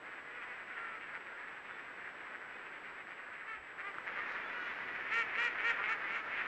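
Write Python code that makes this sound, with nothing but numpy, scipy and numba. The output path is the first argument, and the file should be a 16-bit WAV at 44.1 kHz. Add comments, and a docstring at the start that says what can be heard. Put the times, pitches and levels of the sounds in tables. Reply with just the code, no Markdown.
"""Ducks on a lake

A large flock is heard from the bank. Hens quack in clear arches, others grunt, rasp and cluck, a few peep, over
the babble of hundreds of calls further out. At about 4.06 s the sound cuts to a later, louder scene of the flock,
where one near hen calls a series that weakens at its end. Voices are pulse trains and puffs of air filtered by
throat and bill; peeps are gliding sines. Shaped noise makes the lake, spray and a puff of wind, a decaying sine
a knock; a faint electronic whine lies over the first scene."""
import sys
import numpy as np
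from scipy import signal
from scipy.fft import rfft, irfft
from scipy.io import wavfile
from scipy.ndimage import uniform_filter1d
from numba import njit

SR = 44100
rng = np.random.default_rng(int(sys.argv[2]) if len(sys.argv) > 2 else 0)


def attenuation_scalar(level_db):
    """Turn a level in dB into a linear amplitude multiplier (20 dB per decade)."""
    decades = np.asarray(level_db, float) / 20
    return 10 ** decades


def put_to_file(sound):
    """Save the sound as 16-bit audio at rate SR, in the file named by the first command-line argument."""
    columns = np.atleast_2d(sound).T  # one column per channel
    safe = np.clip(columns, -1, 1)
    whole_steps = np.round(safe * 32767)
    wavfile.write(sys.argv[1], SR, whole_steps.astype(np.int16))


N = 285327
T = np.arange(N) / SR  # time [s]

# All spectra list frequencies before the stretch that colour() applies.
# resonances of throat and bill as the microphone hears them: (frequency [Hz], gain [dB])
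THROAT = [(200, -39), (460, -23.5), (900, -16.5), (1380, -5), (1850, 1), (2350, -4), (2800, -12.5),
          (3300, -19), (3800, -26.5), (5500, -29), (7800, -31), (8600, -47), (12500, -48), (15000, -59.5)]
THROAT_RING_HZ = 1850  # strongest resonance in THROAT
# treble loss of far calls: (frequency [Hz], gain [dB])
DISTANCE = [(300, 2), (1000, 3), (3500, -4), (8000, -14.5), (15000, -27.5)]
EDGE_S = .022  # fade at both ends of quacks and rasps


def curve(rows, t):
    """Linear interpolation: the second column of a table read at times t."""
    return np.interp(t, *np.transpose(rows))


def unit(x):
    """Normalisation by signal power: scale to rms 1."""
    return x / np.sqrt(np.mean(x ** 2))


def response(points, scale=1.):
    """Minimum phase: folding the cepstrum of a (Hz, dB) spectrum, stretched by scale, makes it causal."""
    hz, db = np.transpose(points)
    grid = np.maximum(np.arange(2049) * SR / 4096, 1.)
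    log_gain = np.interp(np.log(grid), np.log(hz * scale), db) * np.log(10) / 20
    cepstrum = irfft(log_gain)
    cepstrum[1:2048] *= 2
    cepstrum[2049:] = 0
    return irfft(np.exp(rfft(cepstrum)))[:2048]


def colour(x, points, scale=0.98):
    """Linear filtering: convolve with the response of a spectrum whose frequencies are multiplied by scale."""
    return signal.fftconvolve(x, response(points, scale))[:len(x)]


@njit
def fire(hz, skip, stretch, size):
    """Relaxation oscillation: the membrane pulses once per unit of phase; skip weakens every second pulse."""
    pulses, phase = np.zeros(len(hz) + 1), np.empty(len(hz))
    p, k = .97, 0
    for i in range(len(hz)):
        step = hz[i] * stretch[k] / SR
        p += step
        if p >= 1:
            p, k = p - 1, k + 1
            a = size[k] * (1 - skip[i] * (k % 2))
            # share the pulse between two samples to place it exactly
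            pulses[i] += a * p / step
            pulses[i + 1] += a * (1 - p / step)
        phase[i] = p
    return pulses[:-1], phase


def syrinx(hz, skip, breath_db, jitter, shimmer_db, limp=0., air_colour=None):
    """Source of the voice: uneven soft pulses carry the low partials, a ragged puff per cycle the treble."""
    chance = rng.standard_normal((3, len(hz)))
    # limp makes the periods alternate long and short
    stretch = 1 + jitter * chance[0] + limp * (-1.) ** np.arange(len(hz))
    pulses, phase = fire(hz, np.clip(skip, 0, 1), stretch, attenuation_scalar(shimmer_db * chance[1]))
    cycle = np.cumsum(np.diff(phase, prepend=1) < 0)
    puff = attenuation_scalar(3.7 * chance[2][cycle]) * np.exp(-phase / 0.63)
    air = unit(puff * rng.standard_normal(len(hz)))
    if air_colour:
        air = colour(air, air_colour)
    lowpass = signal.butter(3, 4300, fs=SR, output="sos")
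    return signal.sosfilt(lowpass, unit(pulses)) + attenuation_scalar(breath_db) * air


def add(out, start_s, x):
    """Superposition: mix x into out from start_s."""
    i = max(int(start_s * SR), 0)
    out[i:i + len(x)] += x[:N - i]


def span(start_s, length_s, edge_s):
    """Time base of a call: progress 0-1, and an envelope with linear fades at both ends."""
    u = np.linspace(0, 1, int(length_s * SR))
    return u, np.clip(np.minimum(u, 1 - u) * length_s / edge_s, 0, 1)


def quacks():
    """Effort modulation: pitch and level arch to a crest; alternate weak pulses at the start soon clear."""
    # (start [s], length [s], crest as share of the length [0-1, held to 0.05-0.95], crest pitch [Hz],
    #  crest level [dB], nasal ring relative to the voice [dB], hoarseness [0-1], distance [0-1])
    calls = [(0.285, 0.15, 0.31, 491.4, -50, -6, 0.5, 1.), (0.459, 0.098, 0.29, 499, -48, -17, 0.7, 0.6),
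             (0.749, 0.25, 0.04, 461, -47.5, -4.5, 0.2, 1), (3.459, 0.12, 0.3, 447, -45.5, -14, 0.1, 0.44),
             (3.823, 0.097, 0.52, 404.4, -43.5, -12.5, 0.2, 1), (4.542, .15, 0.36, 491.5, -46, 3, 0.2, 1),
             (5.102, 0.142, .6, 464, -34, -14, 0.42, 0.05), (5.363, .14, 0.5, 480.7, -34, -15, 0.3, 0),
             (5.629, 0.108, 0.45, 470.2, -33.5, -11, 0.38, 0.1),
             (5.867, 0.091, 0.66, 451, -37, -11, 0.35, 0.2),
             (6.09, 0.13, 0.45, 458.5, -42, -10, 0.49, 0.16)]
    # low ring of a half-shut bill: (frequency [Hz], gain [dB])
    nasal = [(800, -47), (1150, -6.5), (1330, 1.5), (1520, -3), (2000, -44.5)]
    # body under the fundamental: (frequency [Hz], gain [dB])
    chest = [(300, 0), (470, 7.5), (720, 0)]
    # bill open towards the microphone: (frequency [Hz], gain [dB])
    open_bill = [(900, -1.5), (1400, 1), (1650, -4), (1900, 2.5), (2150, 2), (2700, 6.5), (3300, 2.5),
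                 (3700, -2.5), (4150, 4.5), (4700, -1.5), (6000, 1), (15000, -1.5)]
    # breath of the near hen: (frequency [Hz], gain [dB])
    near_air = [(300, -14), (1800, -9), (2600, 1), (3400, 4), (4400, 5.5), (8000, 5), (9000, 7.5),
                (15000, 9.5)]
    near_hen_from_s = 5.0
    start_flat, end_flat, arch_power = .11, 0.087, 2.143  # shares of the crest pitch
    start_db, end_db, swell_power = -2, -7, 3.  # relative to the crest
    out = np.zeros(N)
    for start_s, length_s, crest, crest_hz, crest_db, nasal_db, hoarse, far in calls:
        u, edge = span(start_s, length_s, EDGE_S)
        breath_db, air = (-11, None) if start_s < near_hen_from_s else (-9.5, near_air)
        crest = np.clip(crest, .05, .95)
        before = np.clip(1 - u / crest, 0, 1)
        after = np.clip((u - crest) / (1 - crest), 0, 1)
        hz = crest_hz * (1 - start_flat * before ** arch_power - end_flat * after ** arch_power)
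        db = start_db * before ** swell_power + end_db * after ** swell_power
        skip = 0.36 * hoarse + 0.5 * np.exp(-u * length_s / 0.0052)
        # air grows through the call and with effort, and is weak at both ends
        breath_db = breath_db + 6 * u + 0.49 * db - 10 * (1 - np.sin(np.pi * u))
        source = syrinx(hz, skip, breath_db, .005, 0.86, .07 * hoarse, air)
        voice = unit(colour(colour(source, THROAT), chest))
        voice = voice + attenuation_scalar(nasal_db) * unit(colour(source, nasal))
        far = np.clip(far, 0, 1)
        voice = colour(voice, [(f, far * loss_db) for f, loss_db in DISTANCE])
        voice = colour(voice, [(f, (1 - far) * lift_db) for f, lift_db in open_bill])
        add(out, start_s, unit(voice) * attenuation_scalar(crest_db + db) * edge)
    return out


def grunts():
    """Impulse excitation: a few slow pulses each ring the throat, swelling and dying away."""
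    # (time [s], peak level [dB], main throat ring [Hz])
    calls = [(0.054, -48, 1670), (0.1096, -37, 1890), (0.413, -33.5, 1970), (0.596, -39.5, 1840),
             (0.768, -30.5, 1740), (1.0817, -37.5, 1860), (1.1389, -31, 1880), (1.1996, -37, 1920),
             (1.47, -36, 1920), (1.681, -35.5, 1760), (1.7818, -37, 1670), (1.9742, -40, 1600),
             (2.049, -38, 1710), (2.2458, -36.5, 1670), (2.329, -34.5, 1830), (2.8405, -41, 1770),
             (3.0626, -36.5, 1740), (3.1, -36, 1880), (3.324, -36, 2030), (3.779, -32, 1680),
             (4.065, -26.5, 1800), (4.156, -30, 1750), (4.348, -30.5, 1840), (4.3985, -38, 1720),
             (4.4826, -30.5, 1720), (4.5677, -44, 1670), (4.6568, -32, 1900), (4.692, -36, 1930),
             (4.82, -49, 1710), (4.8698, -31, 2090), (4.986, -31, 1960), (5.038, -44, 1940),
             (5.583, -28.5, 1930), (6.0064, -40, 1650), (6.3008, -35, 1780), (6.3768, -29, 1940)]
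    start_hz, scale_s = 190.8, .028  # first pulse rate, time scale of the swell and decay
    out = np.zeros(N)
    for s, peak_db, ring_hz in calls:
        u = np.arange(int(3 * scale_s * SR)) / SR / scale_s
        source = syrinx(start_hz * (1 - 0.0386 * u), 0 * u, breath_db=-3.5, jitter=.04, shimmer_db=2.2)
        source = source * (u + 0.04) * np.exp(-u ** 2)
        x = colour(colour(source, THROAT, ring_hz / THROAT_RING_HZ), DISTANCE)
        add(out, s - .003, x * attenuation_scalar(peak_db) / np.abs(x).max())  # begins just ahead of the listed time
    return out


def clucks():
    """Damped resonance: a few clean pulses with little air ring the throat, without a fade-in."""
    # (start [s], length of the pulsing [s], pulse rate [Hz], peak level [dB],
    #  source swell over the length [dB], main throat ring [Hz])
    calls = [(3.8046, 0.022, 180.6, -31.5, -5, 1920), (3.943, .012, 196.5, -35.5, -5, 1490),
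             (4.189, 0.033, 176.7, -29, -15, 1800), (4.2893, 0.021, 228, -31, -5, 1840),
             (4.952, 0.012, 199, -30.5, -5, 1900), (5.3533, 0.013, 191.3, -26.5, -1, 1970),
             (5.835, 0.025, 206, -27, 2.5, 1980), (6.077, 0.035, 199.6, -28, -0.5, 1900)]
    out = np.zeros(N)
    for s, length_s, hz, peak_db, swell_db, ring_hz in calls:
        u = np.linspace(0, 1, int(length_s * SR))
        source = syrinx(hz + 0 * u, 0 * u, breath_db=-20, jitter=.01, shimmer_db=1.) * attenuation_scalar(swell_db * u)
        source = np.r_[source, np.zeros(400)]  # room for the ring to decay
        focus = [(1.1 * ring_hz, -7), (ring_hz, 0), (1.27 * ring_hz, -7), (8000, -14)]
        x = colour(colour(source, THROAT, ring_hz / THROAT_RING_HZ), focus)
        add(out, s, x * attenuation_scalar(peak_db) / np.abs(x).max())
    return out


def rasps():
    """Harmonic series: low pulse trains give close-set partials that bend slightly and ring the throat."""
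    # (start [s], length [s], highest pulse rate [Hz], level [dB], main throat ring [Hz])
    calls = [(1.35, 0.11, 184, -52.5, 1760), (1.988, 0.095, 196.4, -54, 1760),
             (2.605, 0.083, 190, -69, 1760), (3.35, 0.091, 203.5, -51.5, 1960),
             (4.17, 0.077, 204.5, -46.5, 1830), (4.173, 0.048, 203.6, -44, 1230),
             (4.36, 0.063, 197, -52, 1870), (4.854, 0.063, 194, -52, 1930),
             (5.058, 0.071, 206, -43.5, 1990), (5.324, 0.063, 200.7, -40.5, 2000),
             (5.577, 0.077, 205.8, -41, 2030), (5.768, 0.078, 199.5, -43.5, 1270),
             (5.821, 0.075, 215.4, -41, 2130), (6.123, 0.057, 213, -44.5, 2110),
             (6.298, 0.1, 201, -45, 2060), (6.355, 0.082, 191, -41.5, 1940)]
    out = np.zeros(N)
    for start_s, length_s, hz, db, ring_hz in calls:
        u, edge = span(start_s, length_s, EDGE_S)
        pitch = hz * (1 - .08 * (u - .6) ** 2)
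        source = syrinx(pitch, 0 * u, breath_db=-12, jitter=.006, shimmer_db=1.2)
        focus = [(0.88 * ring_hz, -5), (ring_hz, 0.1), (1.4 * ring_hz, -5), (8000, -14)]
        x = colour(colour(source, THROAT, ring_hz / THROAT_RING_HZ), focus)
        add(out, start_s, unit(x) * attenuation_scalar(db) * edge)
    return out


def peeps():
    """Frequency modulation: thin sine whistles glide fastest at first, towards an end pitch."""
    # (start [s], length [s], start pitch [Hz], pitch approached [Hz], rms level [dB])
    calls = [(1.71, 0.066, 3520, 3430, -69), (4.43, 0.091, 3390, 3510, -66), (4.559, 0.14, 2870, 2970, -61),
             (4.658, 0.06, 3350, 3500, -66)]
    out = np.zeros(N)
    for start_s, length_s, start_hz, end_hz, db in calls:
        u, edge = span(start_s, length_s, 0.01)
        hz = end_hz + (start_hz - end_hz) * np.exp(-u / 0.68)
        add(out, start_s, np.sqrt(2) * attenuation_scalar(db) * edge * np.sin(2 * np.pi * np.cumsum(hz) / SR))
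    return out


def plop():
    """Damped oscillation: one short knock of a bill or drop on the water."""
    start_s, ring_hz, t60_s, level_db = 3.9843, 1400, .009, -25
    t = np.maximum(T - start_s, 0)
    ring = np.sin(2 * np.pi * ring_hz * t) * np.exp(-np.log(1000) * t / t60_s)
    return attenuation_scalar(level_db) * ring * np.minimum(t / 0.0003, 1)


def flock():
    """Incoherent superposition: many calls, clear or hoarse, from five bird sizes at many distances."""
    # level of the far flock: (time [s], level [dB])
    flock_db = [(0.0, -51.5), (0.5, -51.5), (0.79, -48.5), (1.15, -49.5), (1.64, -51.5), (2.5, -51),
                (3.44, -51), (3.7, -53), (4.05, -52), (4.14, -46), (4.3, -43), (4.45, -45.5), (5.1, -44.5),
                (5.3, -43.5), (5.8, -40.5), (6.0, -42), (6.25, -45), (6.47, -39.5)]
    calls = 540
    sizes = np.zeros((5, N))
    for k, (when, pitch, long, far, hoarse) in enumerate(rng.random((calls, 5))):
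        u = np.linspace(0, 1, int((.04 + .09 * long) * SR))
        arch_hz = (365 + 160 * pitch) * (1 - .45 * (u - .55) ** 2)
        skip = 1.5 * hoarse - 0.4 * u + .3
        source = syrinx(arch_hz, skip, breath_db=-12, jitter=.008, shimmer_db=1.8, limp=.03 * hoarse)
        add(sizes[k % 5], when * N / SR, source * np.sin(np.pi * u) ** 0.68 * attenuation_scalar(-10 * far))
    babble = sum(colour(x, THROAT, 1 + 0.061 * (k - 2)) for k, x in enumerate(sizes))
    babble = colour(babble, DISTANCE)
    # the level curve, not chance, sets the swells
    swell = np.sqrt(uniform_filter1d(babble ** 2, size=6000))
    return babble / swell * attenuation_scalar(curve(flock_db, T))


def splashes():
    """Amplitude-modulated noise: short grainy bursts of bright spray from paddling feet."""
    # (middle [s], time from middle to 1/e amplitude [s], level at the middle [dB])
    bursts = [(4.321, 0.052, -66), (4.66, 0.13, -68.5)]
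    # colour of the spray: (frequency [Hz], gain [dB])
    spray = [(2500, -24), (3800, 7.5), (5000, -2), (6000, -6), (8000, -20.5), (12000, -32)]
    grain_db = 3 * np.repeat(rng.standard_normal(N // 64 + 1), 64)[:N]
    drops = rng.standard_normal(N) * attenuation_scalar(grain_db)
    envelope = sum(attenuation_scalar(db) * np.exp(-((T - s) / half_s) ** 2) for s, half_s, db in bursts)
    return unit(colour(drops, spray)) * envelope


def lake():
    """Spectral shaping of noise: a wash of varying level, with one low puff of wind on the microphone."""
    # paddling water, breeze and microphone hiss: (frequency [Hz], relative density [dB per Hz])
    wash_colour = [(20, -22.5), (60, -16.5), (170, -10), (400, -2.5), (800, -3.5), (1800, 0), (3000, -13),
                   (4200, -25), (5200, -29), (6500, -37), (8200, -39), (9200, -45.5), (14600, -46),
                   (15300, -54)]
    # level of the wash: (time [s], level [dB])
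    wash_db = [(0.0, -53.5), (2.9, -53), (3.6, -56), (4.2, -49), (6.47, -49)]
    puff_s, puff_half_s, puff_db = 3.6, 0.045, -66  # middle, time to 1/e, level at the middle
    wash = unit(colour(rng.standard_normal(N), wash_colour)) * attenuation_scalar(curve(wash_db, T))
    low = unit(colour(rng.standard_normal(N), [(20, -3), (60, 11), (140, 3.0), (400, -72)]))
    return wash + low * attenuation_scalar(puff_db) * np.exp(-((T - puff_s) / puff_half_s) ** 2)


def whine():
    """Phase reversal: a faint electronic tone flips sign steadily and so splits into a comb of lines."""
    tone_hz, flip_hz, end_s, level_db = 7787, 29.66, 4.065, -80.5
    flip = np.tanh(120 * np.sin(2 * np.pi * flip_hz * T))
    return np.sqrt(2) * attenuation_scalar(level_db) * flip * np.sin(2 * np.pi * tone_hz * T) * (T < end_s)


def scatter(x, start_s, t60_s):
    """Diffuse reflection: a dense, exponentially dying noise tail, dulled by part of the distance loss."""
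    t = np.arange(int(.6 * SR)) / SR
    tail = rng.standard_normal(len(t)) * np.exp(-np.log(1000) * t / t60_s) * (t > start_s)
    reflected = signal.fftconvolve(x, tail / np.sqrt(np.sum(tail ** 2)))[:N]
    return colour(reflected, [(f, 0.42 * loss_db) for f, loss_db in DISTANCE])


def scene():
    """Superposition of the birds, their scatter off trunks and shore, the water and the whine."""
    birds = quacks() + rasps() + grunts() + clucks() + peeps() + flock()
    shore = attenuation_scalar(-10) * scatter(birds, start_s=0.01, t60_s=.4)
    return (birds + shore + plop() + splashes() + lake() + whine())[None]


def band_limit(x):
    """A steep low-pass at the top of the band."""
    return signal.sosfilt(signal.butter(12, 15700, fs=SR, output="sos"), x)


def record(dry):
    """Signal chain: the finished mix as a small outdoor camera stores it."""
    return band_limit(dry)


dry = scene()
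out = record(dry)
put_to_file(out)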